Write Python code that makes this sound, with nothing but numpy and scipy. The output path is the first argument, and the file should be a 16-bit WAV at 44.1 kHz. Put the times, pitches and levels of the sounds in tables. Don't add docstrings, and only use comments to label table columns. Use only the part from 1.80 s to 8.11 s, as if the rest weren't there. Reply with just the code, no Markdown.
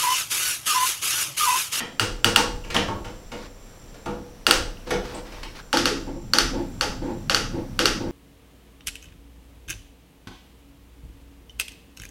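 import sys
import numpy as np
from scipy import signal
from scipy.fft import rfft, irfft, next_fast_len
from scipy.io import wavfile
from scipy.ndimage import uniform_filter1d

SR = 44100
rng = np.random.default_rng(int(sys.argv[2]) if len(sys.argv) > 2 else 0)


def materialize(psi):
    bounded = np.clip(np.atleast_2d(psi).T, -1, 1)
    quanta = np.round(bounded * 32767).astype(np.int16)
    wavfile.write(sys.argv[1], SR, quanta)


N = 278271
TIME = np.arange(N) / SR
HIT = SR // 2
TURN_S = 3.85
ON_SIDE, ON_TOP = TIME <= TURN_S, TIME > TURN_S

# start in seconds, then blow, lever ring, spring ring and box thump in dB.
SNAPS = [(0.196, 0.5, -17, -25, -0.5), (0.4443, 6, -12, -19.5, -1.5), (0.5605, 11.5, -7.5, -16.5, 1.5),
         (2.6665, 6, -13.5, -24, 2.5), (2.7096, 10, -11, -16.5, -4), (3.929, -3.5, -25, -29, 1),
         (3.9707, -1.5, -33, -22, -8), (4.0559, -1, -22, -20.5, -2), (4.535, 0, -29, -14.5, 2),
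         (4.585, 4.5, -23.5, -13, -13), (5.0098, -5, -25, -20, 1), (5.4966, -2, -21, -24, 0),
         (5.546, -2, -21.5, -17, -1.5), (5.991, -1.5, -20.5, -26, -1), (6.056, 2, -18.5, -16.5, -6)]


def staple_gun():
    # pitch in Hz, level in dB, t60 in seconds.
    casing = [(1387, 9, 0.0096), (1460, -1, 0.012), (1670, 2, 0.004)]
    lever = [(2888, 11.5, 0.01), (3290, 0, 0.018), (8230, -1.5, 0.0047), (2834, -21.5, 0.37)]
    spring = [(4480, 12, 0.0097), (4490, -15, 0.0296), (5750, 6.5, 0.006), (4420, -17, 0.36)]
    # frequency in Hz, gain in dB.
    crack_eq = [(1000, -39), (2200, -11), (3800, 8), (5500, -0.5), (9000, 0.5), (12000, -2), (16000, -16)]
    buzz_eq = [(1500, -50), (3800, -22), (4500, -16), (5100, -8), (5900, 5), (7000, -11), (14000, -22)]
    # frequency in Hz, gain in dB on the side, on the top edge.
    scatter = [(300, -13, -9.5), (913, -2.5, -6), (1375, 8, 10.5), (2290, -2.5, -0.5), (3000, 2.5, 2.5),
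               (5680, -1.5, 2), (8600, -5, -10), (12100, -13.5, -12), (16240, -6, -23)]
    side_click = colour(signal.unit_impulse(HIT), [(hz, db) for hz, db, _ in scatter])
    top_click = colour(signal.unit_impulse(HIT), [(hz, db) for hz, _, db in scatter])
    direct, send, kick, coils = np.zeros((4, N))
    for start, blow_db, lever_db, spring_db, thump_db in SNAPS:
        casing_db, room_db = -17.5 + 0.42 * blow_db, 1 + 0.38 * blow_db
        click = side_click if start <= TURN_S else top_click
        detune = 0.01 * rng.standard_normal()
        steel = undb(casing_db) * ring(casing, detune) + undb(lever_db) * ring(lever, detune)
        steel -= undb(spring_db) * ring(spring, detune)
        crack = undb(blow_db) * colour(burst(t60=0.0047), crack_eq)
        add(direct, start, (undb(4.5) * steel + undb(-2.5) * crack) * swell(rise=0.00072))
        add(send, start, undb(room_db) * (undb(-5.5 - blow_db) * steel + undb(16) * click))
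        add(kick, start + 0.007906, undb(thump_db) * burst(t60=0.018))
        add(coils, start, undb(spring_db - 4) * burst(t60=0.083))
    direct = signal.sosfilt(signal.butter(4, 950, "high", fs=SR, output="sos"), direct)
    wood, buzz = box(kick, thud_db=-4.5), colour(coils, buzz_eq)
    return direct + buzz + undb(-11) * wood, send + undb(9) * buzz + wood


def box(force, thud_db):
    # pitch in Hz, level in dB struck on the side, on the top edge, t60 in seconds.
    modes = [(116, -10, -14, 0.091), (237, -0.5, -17, 0.087), (280.8, -5.5, -0.5, 0.378),
             (310, 0.5, -1, 0.064), (343, 4, 5.5, 0.11), (487, -6.5, -16.5, 0.53), (524, 6, 3, 0.052),
             (628, -10.5, -12, 0.051), (839, 2, 1, 0.17), (889, 11.5, 6, 0.05), (1103, -5.5, -11.5, 0.28)]
    # frequency in Hz, gain in dB struck on the side, on the top edge.
    thud_eq = [(50, 1, -38), (107, -10, -17), (184, -3.5, -1), (277, -4, 11.5), (560, 2, 1),
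               (905, -3.5, -7), (1410, -5, -0.5), (4100, -61, -40)]
    side, top = force * ON_SIDE, force * ON_TOP
    body = through(side, ring([(hz, db, t60) for hz, db, _, t60 in modes]))
    body += through(top, ring([(hz, db, t60) for hz, _, db, t60 in modes]))
    thud = colour(side, [(hz, db) for hz, db, _ in thud_eq])
    thud += colour(top, [(hz, db) for hz, _, db in thud_eq])
    return undb(-47) * body + undb(thud_db) * thud


def clatter():
    # start in seconds, wood level in dB, wire level in dB, rattle t60 in seconds.
    events = [(0.002, -10.5, 1.5, 0.022), (0.844, -26, -20.5, 0.05), (0.9, -25, -11, 0.074),
              (0.942, -4.5, 1.5, 0.048), (0.961, -12.5, -0.5, 0.045), (1.079, -7.5, -14.5, 0.038),
              (1.243, -25, -21, 0.088), (1.515, -15.5, -15, 0.046), (2.141, -26, -20.5, 0.028),
              (2.256, -9, -15, 0.046), (3.104, -6.5, -4.5, 0.051), (3.34, -19, -20, 0.048),
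              (3.52, -20.5, -18, 0.031), (3.629, -23, -10.5, 0.031)]
    # frequency in Hz, gain in dB.
    rattle_eq = [(200, -6.5), (700, -6), (1200, 1), (2800, 1), (4200, -7), (5800, -5), (8500, -14.5),
                 (15000, -25.5)]
    rise_s = 0.0037
    push, wire = np.zeros((2, N))
    for start, wood_db, wire_db, t60 in events:
        add(push, start, undb(wood_db) * burst(2.38 * t60) * swell(2 * rise_s))
        add(wire, start, undb(wire_db) * fade(t60) * swell(rise_s) * grains(HIT, spread_db=1.5))
    return box(push, thud_db=4.5) + colour(wire, rattle_eq)


def jostled_parts():
    # start in seconds, centre pitch in Hz, level per mode in dB, t60 in seconds.
    parts = [(0.204, 108, -27, 0.13), (0.45, 102, -29, 0.11), (0.569, 3800, -19, 0.0069),
             (0.840, 2780, -41, 0.016), (0.949, 220, -31, 0.097), (0.961, 1116, -21, 0.018),
             (0.965, 3010, -14, 0.0096), (2.264, 225, -37.5, 0.15), (2.971, 2800, -46, 0.013),
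             (3.116, 502, -29.5, 0.1), (3.106, 11000, -41, 0.042), (3.347, 8180, -50, 0.18),
             (3.635, 4350, -34, 0.014), (3.798, 1450, -41.5, 0.028), (3.935, 523, -30.5, 0.084),
             (3.934, 865, -29.5, 0.11)]
    ringing = np.zeros(N)
    for start, hz, db, t60 in parts:
        cluster = [(hz * (1 + 0.05 * offset), db, t60) for offset in rng.standard_normal(12)]
        add(ringing, start, ring(cluster) * swell(rise=4 / hz))
    return ringing


def drags():
    # start in seconds, length in seconds, level in dB.
    moves = [(3.06, 0.098, -33.5), (3.32, 0.025, -38), (4.258, 0.037, -28), (4.34, 0.013, -36),
             (4.715, 0.1, -26.5), (5.21, 0.11, -26), (5.728, 0.07, -28), (6.195, 0.085, -28)]
    # frequency in Hz, gain in dB.
    groan_eq = [(80, 4), (210, 1.5), (280, 5.5), (400, 6), (520, 4), (660, 5.5), (850, -4.5), (1200, -7.5),
                (5000, 11.5)]
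    friction = grains(N, spread_db=1.5)
    groan = unit(colour(box(friction, thud_db=-15.5), groan_eq))
    return groan * strokes(moves, attack=0.013, release_t60=0.34)


def mesh():
    # start in seconds, length in seconds, level in dB.
    rustles = [(1.52, 0.14, -45.5), (3.055, 0.1, -40), (3.23, 0.16, -42), (3.44, 0.22, -47),
               (3.74, 0.054, -42)]
    # frequency in Hz, gain in dB.
    rustle_eq = [(300, -1), (1200, 5), (3000, -1.5), (4800, -2), (8500, -16), (12000, -21), (15000, -24)]
    ticks = grains(N, spread_db=3.5) * undb(1.5 * walk(rate=40))
    return unit(colour(ticks, rustle_eq)) * strokes(rustles, attack=0.015, release_t60=0.12)


def sawhorses():
    # frequency in Hz, gain in dB.
    murmur_eq = [(50, -11), (110, 6), (190, 3.5), (280, 0), (380, -25), (700, -26), (2000, -67)]
    growth_db_per_s, fade_in_s = 2.5, 0.58
    leaning_s = np.maximum(TIME - TURN_S, 0)
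    weight = undb(-41.5 + growth_db_per_s * leaning_s) * np.minimum(leaning_s / fade_in_s, 1)
    return weight * unit(colour(rng.standard_normal(N), murmur_eq))


def shed():
    # frequency in Hz, t60 in seconds, level in dB.
    bands = [(58.5, 0.97, -2.5), (155, 0.76, 0.5), (372, 0.51, 4.5), (1040, 0.45, -3.5), (1500, 0.39, -1),
             (2720, 0.37, 0.5), (4570, 0.41, 0.5), (7000, 0.38, -3.5), (10700, 0.31, -2.5),
             (16100, 0.21, -14)]
    hz, t60, db = np.transpose(bands)
    t = TIME[:SR]
    echoes = rfft(rng.standard_normal(SR))
    log_hz = np.log(np.maximum(np.arange(len(echoes)), 1))
    tail = 0
    for share, decay, gain in zip(np.eye(len(hz)), t60, undb(db)):
        band_echoes = irfft(echoes * np.interp(log_hz, np.log(hz), share))
        tail += gain * band_echoes * np.exp(-np.log(1000) * t / decay)
    onset = np.clip((t - 0.002) / 0.00076, 0, 1)
    build_up = 1 - 0.24 * np.exp(-t / 0.089)
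    return undb(-31.5) * tail * onset * build_up


def rumble():
    # frequency in Hz, gain in dB.
    rumble_eq = [(12, -6), (24, -8), (33, 14), (41, 0), (50, -51), (63, -6), (80, -13), (112, -11),
                 (170, -23.5), (400, -61.5)]
    deep = signal.hilbert(colour(rng.standard_normal(N), rumble_eq), next_fast_len(N))[:N]
    levelled = unit(deep.real / uniform_filter1d(np.abs(deep), size=5000))
    lag_s, rise_s = 0.036, 0.052
    bloom = undb(-39) * stroke(lag_s, rise_s, rise_s, release_t60=1.0)
    linger = undb(-42.5) * stroke(lag_s, rise_s, rise_s, release_t60=6)
    power = np.full(N, undb(-54) ** 2)
    for start, *_, thump_db in SNAPS:
        add(power, start, (undb(thump_db) * (bloom + linger)) ** 2)
    waver = undb(3 * walk(rate=16))
    return levelled * np.sqrt(power) * waver


def air():
    # frequency in Hz, gain in dB.
    air_eq = [(20, 0), (60, -1.5), (220, -3.5), (350, -8), (500, -6.5), (800, -14), (2000, -19.5),
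              (4500, -24.5), (9000, -29.5), (16000, -32)]
    return undb(-47.5 + walk(rate=6.05)) * unit(colour(rng.standard_normal(N), air_eq))


def insects():
    # start in seconds, length in seconds, level in dB.
    bouts = [(0, 2.31, -63.5), (3.81, 1.62, -63.5)]
    trill = undb(-73) + strokes(bouts, attack=0.014, release_t60=0.53)
    return trill * band(hz=7360, width_hz=380) + undb(-62) * band(hz=5720, width_hz=830)


def undb(db):
    return 10 ** (np.asarray(db) / 20)


def unit(x):
    return x / np.sqrt(np.mean(x ** 2))


def add(track, start, sound):
    first = max(int(start * SR), 0)
    track[first:first + len(sound)] += sound[:N - first]


def fade(t60):
    return np.exp(-np.log(1000) * TIME[:HIT] / t60)


def swell(rise):
    return 1 - np.exp(-(TIME[:HIT] / rise) ** 2)


def stroke(start, length, attack, release_t60):
    age = np.maximum(TIME - start, 0)
    onset = 1 - np.exp(-(age / attack) ** 2)
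    return onset * np.exp(-np.log(1000) * np.maximum(age - length, 0) / release_t60)


def strokes(rows, attack, release_t60):
    return sum(undb(db) * stroke(start, length, attack, release_t60) for start, length, db in rows)


def colour(x, eq):
    n = 2 * next_fast_len(len(x) // 2 + 2 ** 11)
    hz, db = np.transpose(eq)
    log_hz = np.log(np.maximum(np.arange(n // 2 + 1) * SR / n, 1))
    cepstrum = irfft(np.log(undb(np.interp(log_hz, np.log(hz), db))))
    cepstrum[1:n // 2] *= 2
    cepstrum[n // 2 + 1:] = 0
    return irfft(rfft(x, n) * np.exp(rfft(cepstrum)), n)[:len(x)]


def through(x, response):
    return signal.fftconvolve(x, response)[:N]


def ring(modes, detune=0):
    phase_per_hz = 2 * np.pi * (1 + detune) * TIME[:HIT]
    return sum(undb(db) * fade(t60) * np.sin(hz * phase_per_hz) for hz, db, t60 in modes)


def burst(t60):
    return rng.standard_normal(HIT) * fade(t60)


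def grains(n, spread_db):
    return unit(rng.standard_normal(n) * undb(spread_db * np.minimum(rng.exponential(size=n), 6)))


def walk(rate):
    hold = int(SR / rate)
    steps = np.repeat(rng.standard_normal(N // hold + 1), hold)
    return unit(uniform_filter1d(steps, hold)[:N])


def band(hz, width_hz):
    offset = (np.arange(N // 2 + 1) * SR / N - hz) / width_hz
    return unit(irfft(rfft(rng.standard_normal(N)) / (1 + (2 * offset) ** 4), N))


def scene():
    snaps, snap_send = staple_gun()
    clattering, ringing = clatter(), jostled_parts()
    send = snap_send + clattering + undb(-1.5) * ringing
    room = sum(through(send * position, shed()) for position in (ON_SIDE, ON_TOP))
    handling = undb(-7) * clattering + ringing + mesh() + drags() + sawhorses()
    return (snaps + room + handling + rumble() + air() + insects())[None]


def record(dry):
    top_hz = 15900
    return signal.sosfilt(signal.ellip(10, 0.1, 80, top_hz, fs=SR, output="sos"), np.clip(dry, -1, 1))


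dry = scene()
out = record(dry)
materialize(out)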